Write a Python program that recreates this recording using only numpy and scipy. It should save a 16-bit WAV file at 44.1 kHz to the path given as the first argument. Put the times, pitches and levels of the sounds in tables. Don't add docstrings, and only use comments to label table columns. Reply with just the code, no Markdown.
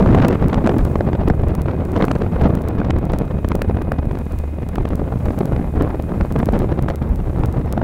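import sys
import numpy as np
from scipy import signal
from scipy.fft import rfft, irfft, next_fast_len
from scipy.io import wavfile
from scipy.ndimage import uniform_filter1d

SR = 44100
rng = np.random.default_rng(int(sys.argv[2]) if len(sys.argv) > 2 else 0)


def unload_wav(signal):
    wavfile.write(
        sys.argv[1],
        SR,
        np.round(np.clip(np.atleast_2d(signal).T, -1, 1) * 32767).astype(np.int16),
    )


def decibels_to_gain(level_db):
    exponent = np.asarray(level_db, float) / 20
    return 10 ** exponent


N = 345402
STEP = 8


def on_log(hz, points_hz, values):
    return np.interp(np.log(hz), np.log(points_hz), values)


def between(hz, points_hz, rows):
    weights = np.eye(len(rows))
    return sum(on_log(hz, points_hz, w) * row for w, row in zip(weights, rows))


def curves(table):
    s, *columns = np.transpose(table)
    return [np.interp(np.arange(N) / SR, s, c) for c in columns]


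def swells(table):
    t = np.arange(N) / SR
    return sum(db * np.exp(-((t - s) / length) ** 2) for s, db, length in table)


def walk(rate):
    hold = int(SR / rate)
    x = np.repeat(rng.standard_normal(N // hold + 1), hold)
    x = uniform_filter1d(uniform_filter1d(x, hold), hold)[:N]
    return x / np.std(x)


def noise(shape, push=None):
    size = next_fast_len(N)
    hz = np.maximum(np.arange(size // 2 + 1) * SR / size, 1)
    if push is None:
        push = rfft(rng.standard_normal(size))
    x = irfft(push * shape(hz), size)[:N]
    return x / np.std(x)


def tone(hz, db, wobble_hz, rate):
    phase = 2 * np.pi * np.cumsum(hz + wobble_hz * walk(rate)) / SR
    return np.sqrt(2) * decibels_to_gain(db) * np.sin(phase)


# (time [s], level [dB])
GUST = [(0, -14.5), (.3, -15.5), (.7, -18), (1.0, -21), (1.4, -22.5), (1.85, -22.5), (2.1, -20), (2.6, -23),
        (2.9, -20.5), (3.3, -22), (3.8, -25.5), (4.5, -29.5), (5.1, -25.5), (5.5, -22), (6.15, -22.5),
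        (6.7, -22), (7.2, -25), (7.83, -21)]
# (time [s], lift [dB], length [s])
PUFFS = [(.1, 1.5, 0.091), (.39, -6.5, 0.023), (.7, 3, 0.056), (.87, -2, 0.08), (1.7, 6, 0.032),
         (2.03, 5, 0.055), (2.34, -2, .05), (2.46, 6.5, 0.11), (3.4, -3, 0.18), (3.66, -1.5, 0.037),
         (4.25, -2, 0.05), (4.58, -2.5, 0.082), (4.75, 5.5, 0.016), (5.19, -7, 0.026), (5.3, -2, .04),
         (5.66, -3.5, .05), (5.72, -4, 0.034), (5.79, 2.5, 0.033), (6.02, -7, 0.07), (6.28, -4.5, 0.048),
         (6.5, 1, 0.034), (6.83, -2.5, 0.054), (6.98, -3.5, 0.044), (7.24, -4.5, 0.021), (7.46, 3, 0.087)]


def air_speed():
    return curves(GUST)[0] + swells(PUFFS)


# (time [s], rasp
# level [dB], edge above rasp [dB])
CRACKS = [(0.0262, -12.5, -34), (0.1852, -16, -15), (.2867, -16.5, -7), (0.3108, -19, -16),
          (.3296, -18, -13.5), (0.3552, -21, -18), (0.4245, -16, -33), (.46, -25, -34),
          (0.5315, -13.5, -27), (.5437, -21, -3.5), (0.644, -21.5, -17), (0.6738, -17, -4.5),
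          (0.6948, -11, -26), (1.1325, -24, -17), (1.9644, -26, -7), (2.012, -21, -23), (2.0247, -9, -12),
          (2.083, -21, -19), (2.1154, -23.5, -1), (2.161, -27, -18), (2.2202, -28, -9),
          (2.802, -22.5, -13.5), (2.8169, -23, -40), (2.907, -18, -4), (3.447, -23, -18),
          (3.519, -17.5, -17), (3.9194, -18.5, -22), (6.362, -22, -20), (6.8854, -20.5, -13.5),
          (7.8173, -23.5, -41),
          (.0746, -25, -14), (.0908, -30, -18), (.118, -31, -12), (.1393, -23, -27), (.6636, -29, 3),
          (1.3973, -28, -13), (1.4357, -28.5, -20), (1.6582, -30, -30), (1.7665, -38, -22), (2.154, -37, 0),
          (2.439, -27.5, 0.5), (2.4673, -24, -12), (2.8986, -30, -25), (3.1351, -32, -2),
          (3.7109, -33, -26), (3.7707, -27.5, -9), (3.8173, -32, -15), (4.1127, -26.5, -19),
          (4.154, -35, -10), (4.7578, -28, -11), (4.855, -26.5, -15), (5.5344, -24.5, -33),
          (5.564, -28, -17), (5.6151, -32, -30), (5.7717, -32, -15), (6.5798, -37, -26), (6.7912, -28, -11),
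          (6.9021, -27.5, -8), (7.0196, -29, -24), (7.5837, -33, -25)]
# (time [s], body level [dB], rasp above body [dB])
THUMPS = [(0.1758, -12, -12), (.2518, -2.5, -30), (.5782, -21, -12), (0.9579, -6, -13),
          (1.0084, -10.5, -20), (1.1517, -17.5, -14), (1.2806, -20, -9), (1.3014, -14, -8),
          (2.0427, -12, -7.5), (2.4574, -7, -25), (3.2187, -18, -9), (3.5519, -11.5, -17),
          (3.6189, -13, -6.5), (3.699, -10.5, -15.5), (4.7835, -13, -14), (4.9339, -16, -18),
          (5.0173, -15.5, -27), (5.4121, -10.5, -21), (5.5222, -16.5, -17), (5.8121, -11.5, -12),
          (5.8481, -15.5, -17), (5.9467, -18.5, -15), (6.2113, -24, 0), (6.25, -22, -15),
          (6.4306, -14, -16), (6.4899, -9.5, -10), (6.5352, -10, -13), (6.7261, -17, -14),
          (7.4374, -15, -6.5), (7.7779, -13, -11)]
# (level above the row before, the first above the gust [dB], spread [dB])
PATTER = [
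    (-9, 4.7),
    (-8.5, 5.3),
    (-25, 3.4),
]
PATTER_PER_S = 10
CRACK_BODY_DB, THUMP_EDGE_DB = 3, -16


def burst_rows(speed_db):
    count = int(PATTER_PER_S * N / SR)
    s = (np.arange(count)[:, None] + rng.random((count, 1)) * .98) / PATTER_PER_S
    step_db, spread_db = np.transpose(PATTER)
    steps_db = step_db + spread_db * rng.standard_normal((count, 3))
    patter = np.hstack([s, speed_db[(s * SR).astype(int)] + np.cumsum(steps_db, axis=1)])
    cracks = [(s, db + CRACK_BODY_DB, db, db + edge) for s, db, edge in CRACKS]
    thumps = [(s, db, db + rasp, db + rasp + THUMP_EDGE_DB) for s, db, rasp in THUMPS]
    return np.vstack([patter, cracks, thumps])


SNAPS_PER_S, SNAP_DB, SNAP_SPREAD_DB = 260, 14.0, 4.5


def turbulence(burst_s):
    bed = rng.standard_normal(N)
    when, size = rng.random(N), rng.exponential(size=N)
    snaps = (when < SNAPS_PER_S / SR) * np.sign(bed) * decibels_to_gain(SNAP_DB + SNAP_SPREAD_DB * size)
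    scatter_s = np.array([.0003, .0022, .0035]) * rng.standard_normal((len(burst_s), 3))
    at = ((burst_s[:, None] + scatter_s) * SR).astype(int).clip(0, N - 1)
    snaps[at] = np.sign(bed[at]) * decibels_to_gain([27.0, 25.0, 24.0])
    return rfft(bed + snaps, next_fast_len(N))


BURST_HZ = (500, 1600, 4600)


def bursts(hz, s, rows_db):
    at = np.zeros(len(range(0, N, STEP)))
    at[(s * SR / STEP).astype(int)] = decibels_to_gain(between(hz, BURST_HZ, rows_db))
    t = np.arange(-125, 126) * STEP / SR / (.0015 + 1.3 / hz)
    return np.convolve(at, np.exp(-(t / 1.01) ** 2), "same")


GUST_HZ = (55, 280, 1200)
# (mean level [dB], share [dB per gust dB], own drift [dB])
FOLLOW = [
    (-22, .5, 0.5),
    (-23, 1, 1),
    (-39.5, 1.07, 0.35),
]
# (time [s], lift [dB], length [s])
THUDS = [(.02, 3.5, 0.092), (.3, -5, 0.1), (.44, 4.5, .06), (.74, -5, 0.098), (.83, 9.5, 0.031),
         (1.72, -6, 0.066), (2.0, -10, 0.043), (2.46, -0.5, 0.088), (2.7, -2.5, 0.061), (2.97, 1, 0.038),
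         (3.58, 3.5, 0.096), (4.1, 4.5, .05), (4.24, -2, .07), (4.38, 8, .04), (4.6, -4, .04),
         (4.8, 5, .03), (4.84, 0, 0.016), (5.15, -2, 0.034), (5.24, 3, 0.043), (5.43, -7, 0.035),
         (5.78, 3, .04), (5.89, -7, 0.067), (6.1, 1, .05), (6.95, -6, 0.057), (6.5, 7, 0.017),
         (7.15, 5.5, 0.15), (7.76, -2, .03)]
# (frequency [Hz], half-octave level above the gust [dB])
EDDIES = [(25, -12), (60, -7.5), (150, -3.5), (300, -7.5), (600, -3.5), (1200, -6), (2400, -19),
          (5000, -33), (9000, -55)]
# (frequency [Hz], shared flicker [dB], own flicker rate [Hz])
FLUTTER = [(24.9, 4, 19), (118.5, 1, 35), (403.5, 3, 60), (1457, 5, 100), (6030, 8, 200)]
GUST_MEAN_DB, DRIFT_HZ = -22, 9


def wind():
    speed_db = air_speed()
    s, body_db, rasp_db, edge_db = burst_rows(speed_db).T
    burst_db = (body_db - 11, rasp_db - 12.5, edge_db - 14.0)
    push = turbulence(s)
    gust_db = []
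    for mean_db, share, drift_db in FOLLOW:
        gust_db.append(mean_db + share * (speed_db - GUST_MEAN_DB) + drift_db * walk(DRIFT_HZ))
    gust_db[0] += swells(THUDS)
    gust_db = np.array(gust_db)[:, ::STEP]
    flicker = (0.25 * walk(60) + 0.93 * walk(170))[::STEP]
    eddy_hz, eddy_db = np.transpose(EDDIES)
    flutter_hz, shared_db, own_hz = np.transpose(FLUTTER)
    out = 0
    for hz in 24 * 2 ** np.arange(0, 9, .5):
        band = noise(lambda f: np.exp(-(np.log2(f / hz) / .42) ** 2), push)
        own_flicker_db = 1.7 * walk(on_log(hz, flutter_hz, own_hz))[::STEP]
        flicker_db = on_log(hz, flutter_hz, shared_db) * flicker + own_flicker_db
        steady = decibels_to_gain(between(hz, GUST_HZ, gust_db) + on_log(hz, eddy_hz, eddy_db) + flicker_db)
        reach_db = -6 * max(np.log2(300 / hz), 0) - 9 * max(np.log2(hz / 4600), 0)
        envelope = np.hypot(steady, decibels_to_gain(reach_db) * bursts(hz, s, burst_db))
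        out = out + band * np.interp(np.arange(N), np.arange(0, N, STEP), envelope)
    return decibels_to_gain(-0.77) * out


def diesel():
    return tone(74.83, -27 + 0.39 * walk(3.0), 0.38, 5.97)


# (time [s], level [dB])
BLOWER = [
    (0.0, -60),
    (2.2, -61),
    (3.1, -58),
    (4.7, -59.5),
    (4.9, -69),
    (5.4, -69),
    (5.55, -60),
    (6.35, -61),
    (6.5, -72),
]


def blower():
    return tone(2497, curves(BLOWER)[0] + 1.4 * walk(18), 4.13, 25)


# (centre [Hz], width [Hz], level [dB])
FANS = [
    (2084, 65, -61.5),
    (3750, 360, -71.5),
    (2430, 380, -64.5),
]


def fans():
    out = 0
    for centre_hz, width_hz, db in FANS:
        mode = noise(lambda f: 1 / (1 + ((f - centre_hz) / width_hz * 2) ** 2))
        out = out + decibels_to_gain(db + 0.98 * walk(2.4)) * mode
    return out


# (frequency [Hz], density [dB per Hz])
WASH_COLOUR = [(300, 18.5), (1500, 20), (2600, 12), (3200, 8), (5100, -2.5), (9000, -1), (16000, 1)]
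# (time [s], lift [dB], length [s])
WAVES = [(.0, 5.5, 0.46), (.83, 5.5, 0.25), (2.05, 4.5, 0.16), (2.4, 2.5, 0.18), (4.36, 3, .2),
         (5.3, 4.5, 0.27), (5.7, 1.5, 0.12), (6.25, 4, 0.45), (7.3, 3, 0.32), (2.9, -2, .25),
         (3.9, -1.5, 0.29), (6.9, -2, .12)]
WAVE_MEAN_DB = 3


def wash():
    hz, db = np.transpose(WASH_COLOUR)
    swell_db = swells(WAVES) - WAVE_MEAN_DB
    patches_hz = (3500, 7000, 11000, 15000)
    levels_db = (-53.0, -63.0, -63.5, -61.0)
    shares = (0.33, 1.4, 1.0, 1.2)
    out = 0
    for weights, level_db, share in zip(np.eye(4), levels_db, shares):
        band = noise(lambda f: decibels_to_gain(on_log(f, hz, db)) * (f > 200) * np.sqrt(on_log(f, patches_hz, weights)))
        out = out + band * decibels_to_gain(level_db + share * swell_db + 0.66 * walk(4.3))
    return out


# (time [s], notch depth [dB])
LOST = [(.2835, -6), (.4838, -16), (.7841, -15.5), (.8509, -15), (1.2847, -16.5), (1.5517, -12),
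        (1.6185, -15), (2.0524, -14), (2.5529, -14.5), (2.6865, -13.5), (3.1871, -11.5), (3.4874, -12),
        (3.5542, -10), (3.6209, -10.5), (3.9209, -17.5), (4.3886, -18), (4.6889, -17), (4.7557, -17.5),
        (4.9559, -16.5), (5.3898, -14), (5.4566, -15), (5.8236, -16), (6.3242, -17), (6.391, -17),
        (6.4578, -13), (6.5913, -14), (6.8249, -16), (6.9584, -15.5), (7.459, -15), (7.726, -8)]
MIDDLING_S = [.15, 1.485, 1.8521, 1.9188, 2.4194, 2.6197, 2.9868, 3.0536, 3.1203, 4.1883, 4.3218, 4.8892,
              5.2563, 6.0239, 3.8212, 6.5245, 6.8916, 7.1586, 7.5257]
LOST_DB, LOST_SPREAD_DB, MIDDLING_DB = -30, 0.5, -21
SLOT_S, FIRST_SLOT_S = .0333768, .15
RUN_SLOTS, RUN_DROPS, SHORT_EVERY = 17, 6, 5


def lost_samples():
    drops = [RUN_DROPS - (run > 0 and run % SHORT_EVERY == 0) for run in range(14)]
    starts = np.cumsum([0] + [RUN_SLOTS - 2 * (RUN_DROPS - n) for n in drops])
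    slots = np.concatenate([start + 2 * np.arange(n) for start, n in zip(starts, drops)])
    s = FIRST_SLOT_S + SLOT_S * slots
    depth_db = np.minimum(LOST_DB + LOST_SPREAD_DB * rng.standard_normal(len(s)), -24)
    depth_db[abs(s[:, None] - MIDDLING_S).min(axis=1) < SLOT_S / 2] = MIDDLING_DB
    deep_s, deep_db = np.transpose(LOST)
    keep = abs(s[:, None] - deep_s).min(axis=1) > SLOT_S / 2
    return np.append(s[keep], deep_s), np.append(depth_db[keep], deep_db)


# (time [s], frequency [Hz], level [dB])
WHINE = [
    (3.2, 9400, -86),
    (3.35, 9650, -75),
    (3.55, 10010, -73),
    (3.9, 10250, -71),
    (4.4, 10380, -74.5),
    (5.2, 10520, -75),
    (6.3, 10450, -77),
    (6.8, 10350, -80),
    (7.0, 10300, -92),
]


def gear_whine():
    hz, db = curves(WHINE)
    return tone(hz, db + 1.8 * walk(30), 40, 90)


# (time [s], frequency [Hz], level [dB])
SQUEAK = [
    (7.63, 5430, -95),
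    (7.66, 5420, -70),
    (7.71, 5375, -65),
    (7.76, 5400, -72),
    (7.83, 5420, -74),
]


def squeak():
    return tone(*curves(SQUEAK), 8.4, 60)


def scene():
    return (wind() + diesel() + blower() + fans() + wash() + gear_whine() + squeak())[None]


def cut(x, hz, size):
    return signal.oaconvolve(x, signal.firwin(size, hz, window=("kaiser", 8.), fs=SR), "same")


def band_limit(x):
    return signal.sosfilt(signal.butter(12, 17000, fs=SR, output="sos"), x)


CLIP = .488
TOP_HZ, TICK_TOP_HZ, TICK_DB = 15800, 16350, -20.5


def record(dry):
    x = dry[0] / (1 + (dry[0] / CLIP) ** 12) ** (1 / 12)
    s, depth_db = lost_samples()
    at = np.round(s * SR).astype(int)
    notch = np.zeros(N)
    notch[at] = -np.sign(x[at]) * decibels_to_gain(depth_db)
    strong = notch * (abs(notch) > decibels_to_gain(TICK_DB))
    x = cut(x + notch - strong, TOP_HZ, size=1501) + cut(strong, TICK_TOP_HZ, size=201)
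    return band_limit(x[None])


dry = scene()
out = record(dry)
unload_wav(out)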